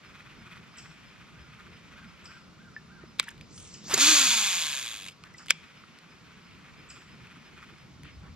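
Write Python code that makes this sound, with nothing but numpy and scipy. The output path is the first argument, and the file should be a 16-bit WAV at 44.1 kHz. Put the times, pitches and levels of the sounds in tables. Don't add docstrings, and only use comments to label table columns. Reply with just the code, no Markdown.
import sys
import numpy as np
from scipy import signal
from scipy.fft import rfft, irfft, next_fast_len
from scipy.io import wavfile

SR = 44100
rng = np.random.default_rng(int(sys.argv[2]) if len(sys.argv) > 2 else 0)


def bounce(signal):
    frames = np.transpose(np.atleast_2d(signal))
    limited = np.clip(frames, -1, 1)
    pcm = np.round(limited * 32767).astype(np.int16)
    wavfile.write(sys.argv[1], SR, pcm)


def undo_db(level):
    steps = np.asarray(level, float) / 20
    return 10 ** steps


N = 368235
HIT = 4000
HIT_S = np.arange(HIT) / SR


def time():
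    return np.arange(N) / SR


def rms_one(x):
    return x / np.sqrt(np.mean(x ** 2) + 1e-20)


def span(rows, start=0.):
    s, *columns = np.transpose(rows)
    part = slice(round((s[0] + start) * SR), min(round((s[-1] + start) * SR), N))
    t = np.arange(part.start, part.stop) / SR - start
    return part, [np.interp(t, s, column) for column in columns]


def at_hz(points, hz):
    point_hz, point_db = np.transpose(points)
    return np.interp(np.log(hz), np.log(point_hz), point_db)


def drift(rate, count):
    r = np.exp(-80 * np.pi * rate / SR)
    slow = signal.lfilter([1], [1, -2 * r, r * r], rng.standard_normal(count // 40 + 1002))[1000:]
    return np.interp(np.arange(count) / 40, np.arange(len(slow)), rms_one(slow))


def resonate(x, hz, width):
    r = np.exp(-np.pi * width / SR)
    return signal.lfilter([(1 - r * r) / 2, 0, (r * r - 1) / 2], [1, -2 * r * np.cos(2 * np.pi * hz / SR), r * r], x)


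def body(x, modes):
    return sum((-1) ** k * undo_db(db) * resonate(x, hz, width) for k, (hz, width, db) in enumerate(modes))


def butter(x, order, hz, kind):
    return signal.sosfilt(signal.butter(order, hz, kind, fs=SR, output="sos"), x)


def pair(count, alike):
    mid, side = rng.standard_normal((2, count))
    share = np.clip(alike, 0, 1)
    return np.sqrt((1 + share) / 2) * mid + np.sqrt((1 - share) / 2) * side * [[1], [-1]]


def coloured(spectrum, alike, patchy_db, rate):
    low, high = spectrum[0][0], spectrum[-1][0]
    edges = low * 2 ** np.arange(0, np.log2(high / low) + 1 / 3, 1 / 3)
    white, out = [pair(N, alike), pair(N, alike)], 0
    for k, (a, b) in enumerate(zip(edges, edges[1:])):
        band = butter(white[k % 2], 2, [a, b], "band")
        out = out + undo_db(at_hz(spectrum, np.sqrt(a * b)) + patchy_db * drift(rate, N)) * band
    return rms_one(out)


def glide(rows, start, rough):
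    part, (hz, db) = span(rows, start)
    return part, undo_db(db + rough * drift(150, len(hz))) * np.sin(2 * np.pi * np.cumsum(hz) / SR)


def add_hit(out, s, db, sound):
    out[:, round(s * SR):][:, :HIT] += undo_db(db) * sound / np.abs(sound).max()


def lake():
    # (time [s], level [dB])
    gusts = [(0.0, -66.5), (0.65, -64), (0.74, -67), (3.86, -66.5), (4.11, -64), (4.47, -71.5),
             (6.4, -73.5), (6.58, -64), (7.58, -70.5), (7.91, -63), (8.02, -60), (8.35, -55.5)]
    # (frequency [Hz], level [dB per Hz])
    rumble = [(15, -13.5), (25, -21), (70, 1.5), (108, -2.5), (130, 4), (170, -27), (290, -120)]
    drone = [(59, -39.5), (100, -27.5), (152, 2), (204, -2.5), (379, -13), (431, -13.5), (500, -18),
             (800, -36.5), (1040, -71.5), (1760, -120)]
    hush = [(290, -55.5), (500, -14.5), (629, -11), (941, -11.5), (1240, -2), (1560, -22), (1750, -2),
            (1990, -9), (3530, -14.5), (4840, -15), (6550, -21), (12500, -45.5), (15500, -46)]
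    drone_level_db, drone_follows, hush_db = -55, 0.13, -59
    sway_s, sway_width_s, sway_top_db = 4.02, 0.15, 7.5
    duck_s, duck_top_db, recover_s = 4.92, 3, 1.13
    t = time()
    rumble_db = np.interp(t, *np.transpose(gusts)) + 6.84
    duck_db = duck_top_db * np.where(t < duck_s, np.exp((t - duck_s) / 0.12), np.exp((duck_s - t) / recover_s))
    sway_db = sway_top_db * np.exp(-.5 * ((t - sway_s) / sway_width_s) ** 2)
    drone_db = drone_level_db + drone_follows * (rumble_db + 53) + sway_db - duck_db
    lumps = drift(10.0, N)
    low = undo_db(rumble_db + 3 * lumps) * coloured(rumble, .85, patchy_db=2.0, rate=4)
    low += undo_db(drone_db + lumps) * coloured(drone, 0.57, patchy_db=2.0, rate=7.5)
    return low + undo_db(hush_db) * coloured(hush, .65, patchy_db=.7, rate=8)


def electronics():
    # (frequency [Hz], width [Hz], level [dB])
    whines = [(10500, 120, -89.5), (12300, 120, -92.5), (14150, 120, -92.5), (8500, 200, -93)]
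    out = 0
    for hz, width, db in whines:
        out = out + undo_db(db) * rms_one(resonate(resonate(pair(N, 0.22), hz, width), hz, width))
    return out


def winding():
    # (time [s], effort [dB])
    crank = [
        [(-.12, -27), (.197, -39), (.513, -35.5), (.846, -40), (1.211, -43), (1.589, -40), (1.98, -40.5),
         (2.3, -41.5), (2.62, -48)],
        [(5.3, -45), (5.63, -44), (6.03, -48), (6.307, -46.5), (6.639, -43.5), (6.952, -39.5), (7.31, -42),
         (7.62, -38), (8.06, -55.5), (8.4, -64)],
    ]
    # (start [s], end [s])
    spells = [(0, 2.43), (5.58, 7.9)]
    # (frequency [Hz], width [Hz], level [dB])
    gear_modes = [(1183, 280, 5), (1490, 234, 8.5), (2000, 520, 2), (2500, 67, 9), (3250, 600, -4.5)]
    tooth_hz, throb_s = 185.6, 0.011
    slack_db = 11.5
    whirr_db, whirr_follows = -58.5, 0.12
    t, swell, effort = time(), np.zeros(N), np.zeros(N)
    for rows, (start, end) in zip(crank, spells):
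        s, db = np.transpose(rows)
        turn = np.arange(0, len(s) - 1, 1 / 6)
        at = np.interp(turn, np.arange(len(s)), s) + .004 * rng.standard_normal(len(turn))
        level = np.interp(at, s, db) - slack_db * np.sin(np.pi * turn) ** 2
        busy = (start < at) & (at < end)
        swell[(at[busy] * SR).astype(int)] = undo_db(level[busy] - 11.0)
        edge = np.clip(np.minimum(t - start + .05, end - t) / .1, 0, 1)
        effort += edge * undo_db(whirr_db + whirr_follows * (np.interp(t, s, db) + 38.5))
    throb = np.exp(-.5 * ((HIT_S - .04) / (1.08 * throb_s)) ** 2)
    swell = signal.fftconvolve(swell, throb)[round((.04 - throb_s) * SR):][:N]
    teeth = np.cumsum(tooth_hz * (1 + .04 * drift(6, N))) / SR
    mesh = pair(N, 0.85) * (0.053 + np.exp(-4.0 * (teeth % 1)))
    gears = swell * rms_one(body(mesh, gear_modes))
    wet_line = pair(N, 0.73) * undo_db(2.0 * drift(24, N))
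    whirr = body(wet_line, [(1300, 640, 0.5), (2300, 520, 5.5), (3190, 1000, -1.5)])
    return gears + effort * rms_one(whirr)


def bank(x, echo_db):
    t60_s = .6
    t = np.arange(SR) / SR
    wash = pair(SR, 0.66) * undo_db(-60 * t / t60_s) * (t > .004)
    return undo_db(echo_db) * signal.fftconvolve(x[None], wash / np.sqrt(np.sum(wash[0] ** 2)), axes=1)[:, :N]


def wildlife():
    # (time [s], level [dB])
    chips = [(0.771, -43), (2.243, -47.5), (3.728, -43.5), (5.369, -47), (6.889, -46)]
    caws = [(1.335, -60), (1.945, -56), (2.265, -54), (2.575, -57), (2.885, -56)]
    # (time [s], frequency [Hz], level [dB])
    chip_shape = [(0, 7200, -9), (.006, 7900, -9), (.011, 8000, -6), (.014, 6800, -3), (.017, 6500, -16)]
    caw_shape = [(0, 1200, -4), (.02, 1450, 0), (.045, 1660, -1), (.07, 1620, -2), (.1, 1420, -1),
                 (.15, 1220, -5)]
    # (delay [s], from [Hz], to [Hz], length [s], level [dB])
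    splits = [(.011, 5900, 4500, .006, 2), (.015, 3400, 2300, .006, -2), (.02, 2600, 1500, .005, -9)]
    cricket_hz, cricket_db = 5100, -64.5
    chirp_s, chirp_first_s, chirp_every_s = .045, .075, .3362
    far, near = np.zeros((2, N))
    for calls, shape, rough in ((chips, chip_shape, 5.0), (caws, caw_shape, 1)):
        for s, db in calls:
            part, call = glide(shape, s, rough)
            far[part] += undo_db(db) * call
    for s, db in chips:
        for delay, high, low, length, split_db in splits:
            fall = [(0, high, -3), (length / 2, (high + low) / 2, 0), (length, low, -4)]
            part, call = glide(fall, s + delay, 3.0)
            far[part] += undo_db(db + split_db + 1.0) * call
    arch = [(0, .97 * cricket_hz, -15), (.01, cricket_hz, 0),
            (chirp_s, cricket_hz, 0), (chirp_s + .01, .98 * cricket_hz, -15)]
    for s in np.arange(chirp_first_s, N / SR - .05, chirp_every_s):
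        db = cricket_db + .8 * rng.standard_normal()
        part, call = glide(arch, s - .03, 1.8)
        near[part] += undo_db(db) * call
    for gain, delay_s in ((.5, .0027), (.45, .0058), (.35, .0113), (.3, .0191)):
        skips = gain * np.roll(far, round(delay_s * SR))
        far_sum = skips if delay_s == .0027 else far_sum + skips
    far = far + far_sum
    return .75 * far + bank(far, echo_db=-4) + near + bank(near, echo_db=-12)


def pings():
    # (time [s], peak [dB], frequency [Hz], t60 [s])
    ringing = [(2.764, -31, 1760, 0.065), (3.213, -44, 2300, 0.06), (3.229, -41, 1390, .03),
               (3.27, -47, 932, 0.16), (3.2805, -36, 1735, 0.034), (3.283, -27.5, 1750, 0.018),
               (3.412, -59, 4780, 0.19), (5.239, -40.5, 1240, 0.018), (5.3445, -41.5, 1990, 0.031),
               (5.8379, -39.5, 1300, 0.014)]
    out = np.zeros((2, N + HIT))
    for s, db, hz, t60 in ringing:
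        envelope = undo_db(-60 * HIT_S / t60) * np.minimum(HIT_S / 0.00039, 1)
        add_hit(out, s, db, np.sin(2 * np.pi * hz * HIT_S) * envelope * undo_db(2 * drift(100, HIT)))
    return out


def sleeve():
    # (time [s], peak [dB], centre [Hz], hold [s], t60 [s])
    drags = [(3.195, -31, 2200, 0.0032, 0.05), (3.202, -50, 2150, 0.038, 0.12),
             (3.262, -54, 1690, 0.035, 0.29), (3.583, -58.5, 2700, 0.095, 0.71),
             (5.243, -55, 1340, 0.022, 0.23), (5.297, -56, 1300, 0.012, 0.17),
             (5.393, -52.5, 1160, 0.028, 0.1), (5.501, -29.5, 2500, 0.0021, 0.1),
             (5.528, -58, 2300, 0.0057, 0.17), (8.045, -53.5, 1890, 0.053, 0.26),
             (8.234, -57.5, 1100, 0.052, 0.15), (3.007, -56, 1200, 0.026, 0.19)]
    rise_s = .004
    out = np.zeros((2, N))
    for s, peak_db, hz, hold, t60 in drags:
        part, (db,) = span([(s - rise_s, peak_db - 14), (s, peak_db),
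                            (s + hold, peak_db - 1), (s + hold + t60 / 4, peak_db - 16)])
        grain = pair(len(db), 0.6) * undo_db(1.4 * drift(110, len(db)))
        out[:, part] += undo_db(db) * rms_one(resonate(resonate(resonate(grain, hz, hz), hz, hz), hz, 2 * hz))
    return out


def knocks():
    # (time [s], peak [dB], frequency [Hz], t60 [s])
    hull = [
        (3.036, -38.5, 350, 0.033),
        (3.198, -35.5, 444, 0.011),
        (3.937, -22.5, 396, 0.042),
        (3.976, -34, 347, 0.11),
        (5.505, -36, 508, 0.027),
    ]
    out = np.zeros((2, N + HIT))
    for s, db, hz, t60 in hull:
        thud = undo_db(2 * drift(120, HIT)) * np.sin(2 * np.pi * hz * HIT_S)
        thud = thud + .25 * np.sin(2 * np.pi * 1.8 * hz * HIT_S)
        add_hit(out, s, db, undo_db(-60 * HIT_S / t60) * thud * np.minimum(HIT_S / 0.0029, 1))
    return out


def ticks():
    # (time [s], peak [dB],
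    # centre [Hz], t60 [s], bright crack [dB])
    small = [(3.2285, -39.5, 9100, 0.011, 1), (3.239, -37.5, 1710, 0.024, 6), (3.2885, -31, 2900, 0.021, 4),
             (3.276, -44, 5500, .012, 0), (3.2845, -38, 10000, 0.023, -10), (3.3045, -41.5, 6500, 0.03, -2),
             (3.312, -41, 1400, .03, -7), (3.3792, -44, 3070, 0.012, -13), (3.411, -35.5, 2860, 0.015, -17),
             (3.411, -48, 5000, .012, -17), (3.5778, -37.5, 3240, 0.022, 8), (3.5994, -40, 5500, 0.014, 2),
             (3.8417, -49, 5000, 0.012, -7), (3.9777, -15, 6200, 0.0094, 4),
             (5.0622, -35, 2110, 0.012, -24), (5.083, -29, 2650, 0.054, -1), (5.2379, -31, 2240, 0.007, 2),
             (5.2504, -44, 1520, 0.012, -16), (5.46, -39, 1590, 0.013, 1), (5.467, -35, 2430, 0.012, 5),
             (5.987, -38, 2230, 0.012, -1), (7.2694, -43.5, 2600, 0.021, -22),
             (7.6285, -39, 2100, 0.0092, -12), (7.784, -46, 2208, 0.0123, 0),
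             (8.034, -37.5, 2400, 0.0073, -3), (8.053, -42, 1240, .02, -12), (8.232, -48.5, 1380, .03, -20),
             (8.263, -47.5, 1000, .04, -25), (3.741, -43, 4940, .02, -12), (5.383, -45, 5170, .012, -20),
             (5.339, -45.5, 5500, .01, -12), (5.258, -45, 1600, .02, -20), (5.271, -46, 2000, .02, -20),
             (5.43, -50.5, 1400, .03, -25), (3.936, -22, 1800, .006, -15)]
    latch = [(3.187, -39, 3680, 0.011, -16), (3.1925, -30, 3000, 0.026, -8.5),
             (5.4835, -29, 2420, 0.021, -4.5), (5.494, -29.5, 2300, 0.013, -8),
             (5.497, -34, 3400, .012, -5.5), (5.5025, -24.5, 3000, .012, 6.5),
             (5.5102, -23, 2200, 0.022, -1), (5.5135, -29, 2380, 0.013, -5),
             (3.2045, -26, 2400, 0.012, -10), (3.22, -54, 5000, .01, 0)]
    # (frequency [Hz], width [Hz], level [dB])
    crack = [(3780, 3100, -13.5), (5000, 780, 2.5), (6800, 2300, -2.5), (9280, 6500, -12.5),
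             (13200, 2660, -25.5)]
    out = np.zeros((2, N + HIT))
    for s, db, hz, t60, bright_db in small + latch:
        noise = pair(HIT, 1.0) * undo_db(-60 * HIT_S / t60)
        add_hit(out, s, db, resonate(noise, hz, 0.23 * hz) + undo_db(bright_db - 10.5) * body(noise, crack))
    return out


def clacks():
    # (time [s], peak [dB], travel [s], modes as (frequency [Hz], width [Hz], level [dB]))
    snaps = [
        (3.1973, -3.5, 0.0015, [(1100, 270, 3.5), (1600, 860, -1), (2300, 460, 8.5), (3030, 560, -4), (3800, 940, 10), (5000, 2800, 3.5), (7310, 930, 3), (9260, 940, -6), (12600, 900, -27)]),
        (3.9388, -9, 0.0015, [(1475, 710, -12), (3700, 3500, -6), (5000, 1500, 1.5), (6800, 900, 6), (12350, 1500, -12)]),
        (3.9412, -5, 0.0028, [(1475, 710, -14), (3620, 3200, -8), (5000, 2200, -2), (6800, 800, 5), (11820, 1200, -5)]),
        (3.945, -10, 0.002, [(2000, 1500, -8), (4460, 2000, -7), (6800, 730, -0.5)]),
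        (5.5053, 1, 0.0024, [(1230, 600, -7), (1600, 340, 0.5), (2334, 780, 5.5), (3250, 2400, -2.5), (4000, 800, -13), (5000, 520, -1), (5600, 300, 1.5), (6690, 420, -2), (7416, 2070, -3), (8930, 2200, -18.5), (11420, 1800, -16.5), (13500, 1800, -20), (14900, 1600, -28)]),
    ]
    out = np.zeros((2, N + HIT))
    for s, db, travel, modes in snaps:
        slide = np.sqrt(np.abs(np.sin(np.pi * np.minimum(HIT_S / travel, 1)))) * (HIT_S < travel)
        contact = slide + undo_db(-22 - 60 * HIT_S / .022)
        grit = pair(HIT, 0.92)
        clack = 0
        for hz, width, mode_db in modes:
            tone = np.sin(2 * np.pi * (hz * HIT_S + rng.random()))
            push = contact * (tone + width / 900 * grit)
            ring = rms_one(resonate(resonate(push, hz, 3 * width), hz, width))
            clack = clack + undo_db(mode_db) * np.sqrt(width) * ring
        add_hit(out, s, db, clack)
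    return out


def line_in_air():
    # (time [s], frequency [Hz], level [dB])
    passes = [
        [(3.46, 5000, -73), (3.52, 5940, -59), (3.57, 7360, -51), (3.64, 7500, -53.5), (3.72, 6130, -54.5),
         (3.82, 4560, -62)],
        [(3.82, 4650, -61), (3.86, 5290, -48.5), (3.9, 6600, -39), (3.93, 8550, -65.5), (3.96, 8050, -40)],
    ]
    out = np.zeros((2, N))
    for rows in passes:
        part, (hz, db) = span(rows)
        eddies = butter(pair(len(hz), 0.92), 4, 1700, "low")
        out[:, part] += undo_db(db) * rms_one(eddies * np.sin(2 * np.pi * np.cumsum(hz) / SR))
    return out


def rod_swish():
    # (time [s], level [dB])
    sweep = [(3.84, -54), (3.862, -62), (3.912, -31.5), (3.942, -28.5), (3.958, -36.5), (3.99, -25)]
    out = np.zeros((2, N))
    part, (db,) = span(sweep)
    out[:, part] += undo_db(db) * rms_one(butter(pair(len(db), 0.96), 1, [700, 3500], "band"))
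    return out


def spool():
    # (time [s], level [dB])
    rattle_curve = [(3.95, -38), (3.965, -40.5), (4.008, -24.5), (4.09, -24.5), (4.69, -32.5),
                    (4.85, -36.5), (5.05, -44.5), (5.085, -45), (5.1, -55), (5.13, -57)]
    # (time [s], turn rate [Hz])
    spin_up = [(3.95, 215.4), (3.99, 250.4), (4.026, 281), (4.058, 289.8), (4.098, 318.2)]
    # (frequency [Hz], width [Hz], level [dB])
    frame = [(1100, 270, -7), (1638, 160, -3.5), (2070, 265, -3.5), (2484, 270, 2.5), (3480, 440, 2.5)]
    rim = [(3850, 230, -11.5), (4335, 210, -0.5), (4650, 318, -1), (5800, 1220, -5.5)]
    plate = [(6350, 260, 8), (6900, 190, 11), (7410, 770, 2.5)]
    sizzle = [(8460, 2200, -4), (11130, 600, -5), (11700, 720, -8), (14140, 1500, -34.5)]
    # (level above the frame at top speed [dB], loss per dB of speed [dB])
    rim_law = (1.0, 0.85)
    plate_law = (2.75, 0.73)
    sizzle_law = (-8, 0.202)
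    # (multiple of the turn rate, level [dB])
    hum_orders = [(1, -1.5), (2, -9.5), (3, -9.5), (4, 1.5), (5, 2), (6, 1), (7, 1), (8, -1.5)]
    free_s, fastest_s, top_turns_hz, slowing_per_s = 3.96, 4.098, 318.4, 1.3
    hum_top_db, hum_per_speed, hum_rise_s = -38, 4.1, 0.029
    handle_hz, handle_width_hz, handle_db = 312, 7.3, 6
    out, (part, (frame_db,)) = np.zeros((2, N)), span(rattle_curve)
    t = time()[part]
    count = len(t)
    to_go = np.clip((fastest_s - t) / (fastest_s - free_s), 0, 1)
    rate = np.interp(t, *np.transpose(spin_up)) * np.exp(-slowing_per_s * np.maximum(t - fastest_s, 0))
    speed_db = 20 * np.log10(np.where(to_go > 0, 1, rate / top_turns_hz))
    rim_db, plate_db, sizzle_db = (db + share * speed_db for db, share in (rim_law, plate_law, sizzle_law))
    turns = np.cumsum(rate) / SR
    strength = undo_db(1.7 * rng.standard_normal(400))[turns.astype(int)]
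    cycle = (turns + .04 * drift(60, count)) % 1
    burst = .13 + .0016 * rate + strength * 150 * cycle ** 2 * np.exp(-10 * cycle)
    hiss = pair(count, 0.89) * burst
    rattle = rms_one(body(hiss, frame))
    rattle += undo_db(rim_db) * rms_one(body(hiss, rim))
    rattle += undo_db(plate_db) * rms_one(body(hiss, plate))
    rattle += undo_db(sizzle_db) * rms_one(body(pair(count, 0.32) * (burst + 0.11), sizzle))
    rattle = butter(rattle, 3, 880, "high")
    rattle += undo_db(-28.5) * rms_one(resonate(resonate(hiss, 560, 513.5), 560, 513))
    ring_db = handle_db * np.exp(-.5 * ((rate - handle_hz) / handle_width_hz) ** 2)
    hum = 0
    for k, db in hum_orders:
        waver_db = 2.1 * np.sqrt(k) * drift(25, count)
        order_db = db - k - 2.5 * (k - 1) * to_go + ring_db / k ** 2 + waver_db
        phase = 2 * np.pi * k * turns + .2 * k * drift(18, count)
        hum = hum + (rate / 300) ** (.5 - .2 * k) * undo_db(order_db) * np.sin(phase)
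    hum_db = hum_top_db + hum_per_speed * speed_db - 2.0 * to_go + 3.0
    rise = np.minimum((t - t[0]) / hum_rise_s, 1) ** 2
    out[:, part] = undo_db(frame_db) * rattle + undo_db(hum_db) * rise * hum
    return out


def scene():
    reel_parts = butter(pings() + ticks() + clacks(), 3, 850, "high")
    clicks = (reel_parts + knocks())[:, :N]
    echo = bank(resonate(clicks[0], 2200, 2500), echo_db=-25.5)
    background = lake() + electronics() + wildlife()
    return background + winding() + clicks + echo + sleeve() + line_in_air() + rod_swish() + spool()


def top_cut(x):
    return signal.sosfilt(signal.butter(12, 16100, fs=SR, output="sos"), x)


def record(dry):
    # (frequency [Hz], level [dB])
    port_balance = [(60, 0), (110, 1.5), (200, 0), (380, -3), (700, -2), (1290, -1.5), (2380, 1.5),
                    (4400, 0.5), (8120, -1), (15000, -12)]
    lag_s = 4.2e-5
    size = next_fast_len(N)
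    hz = np.arange(size // 2 + 1) * SR / size + 1
    tilt = undo_db(at_hz(port_balance, hz) / 2)
    left = irfft(rfft(dry[0], size) * tilt * np.exp(-2j * np.pi * hz * lag_s), size)
    right = irfft(rfft(dry[1], size) / tilt, size)
    rounded = np.tanh([left[:N], right[:N]])
    ports = signal.sosfilt(signal.cheby2(6, 50, 17000, fs=SR, output="sos"), rounded)
    return top_cut(ports)


dry = scene()
out = record(dry)
bounce(out)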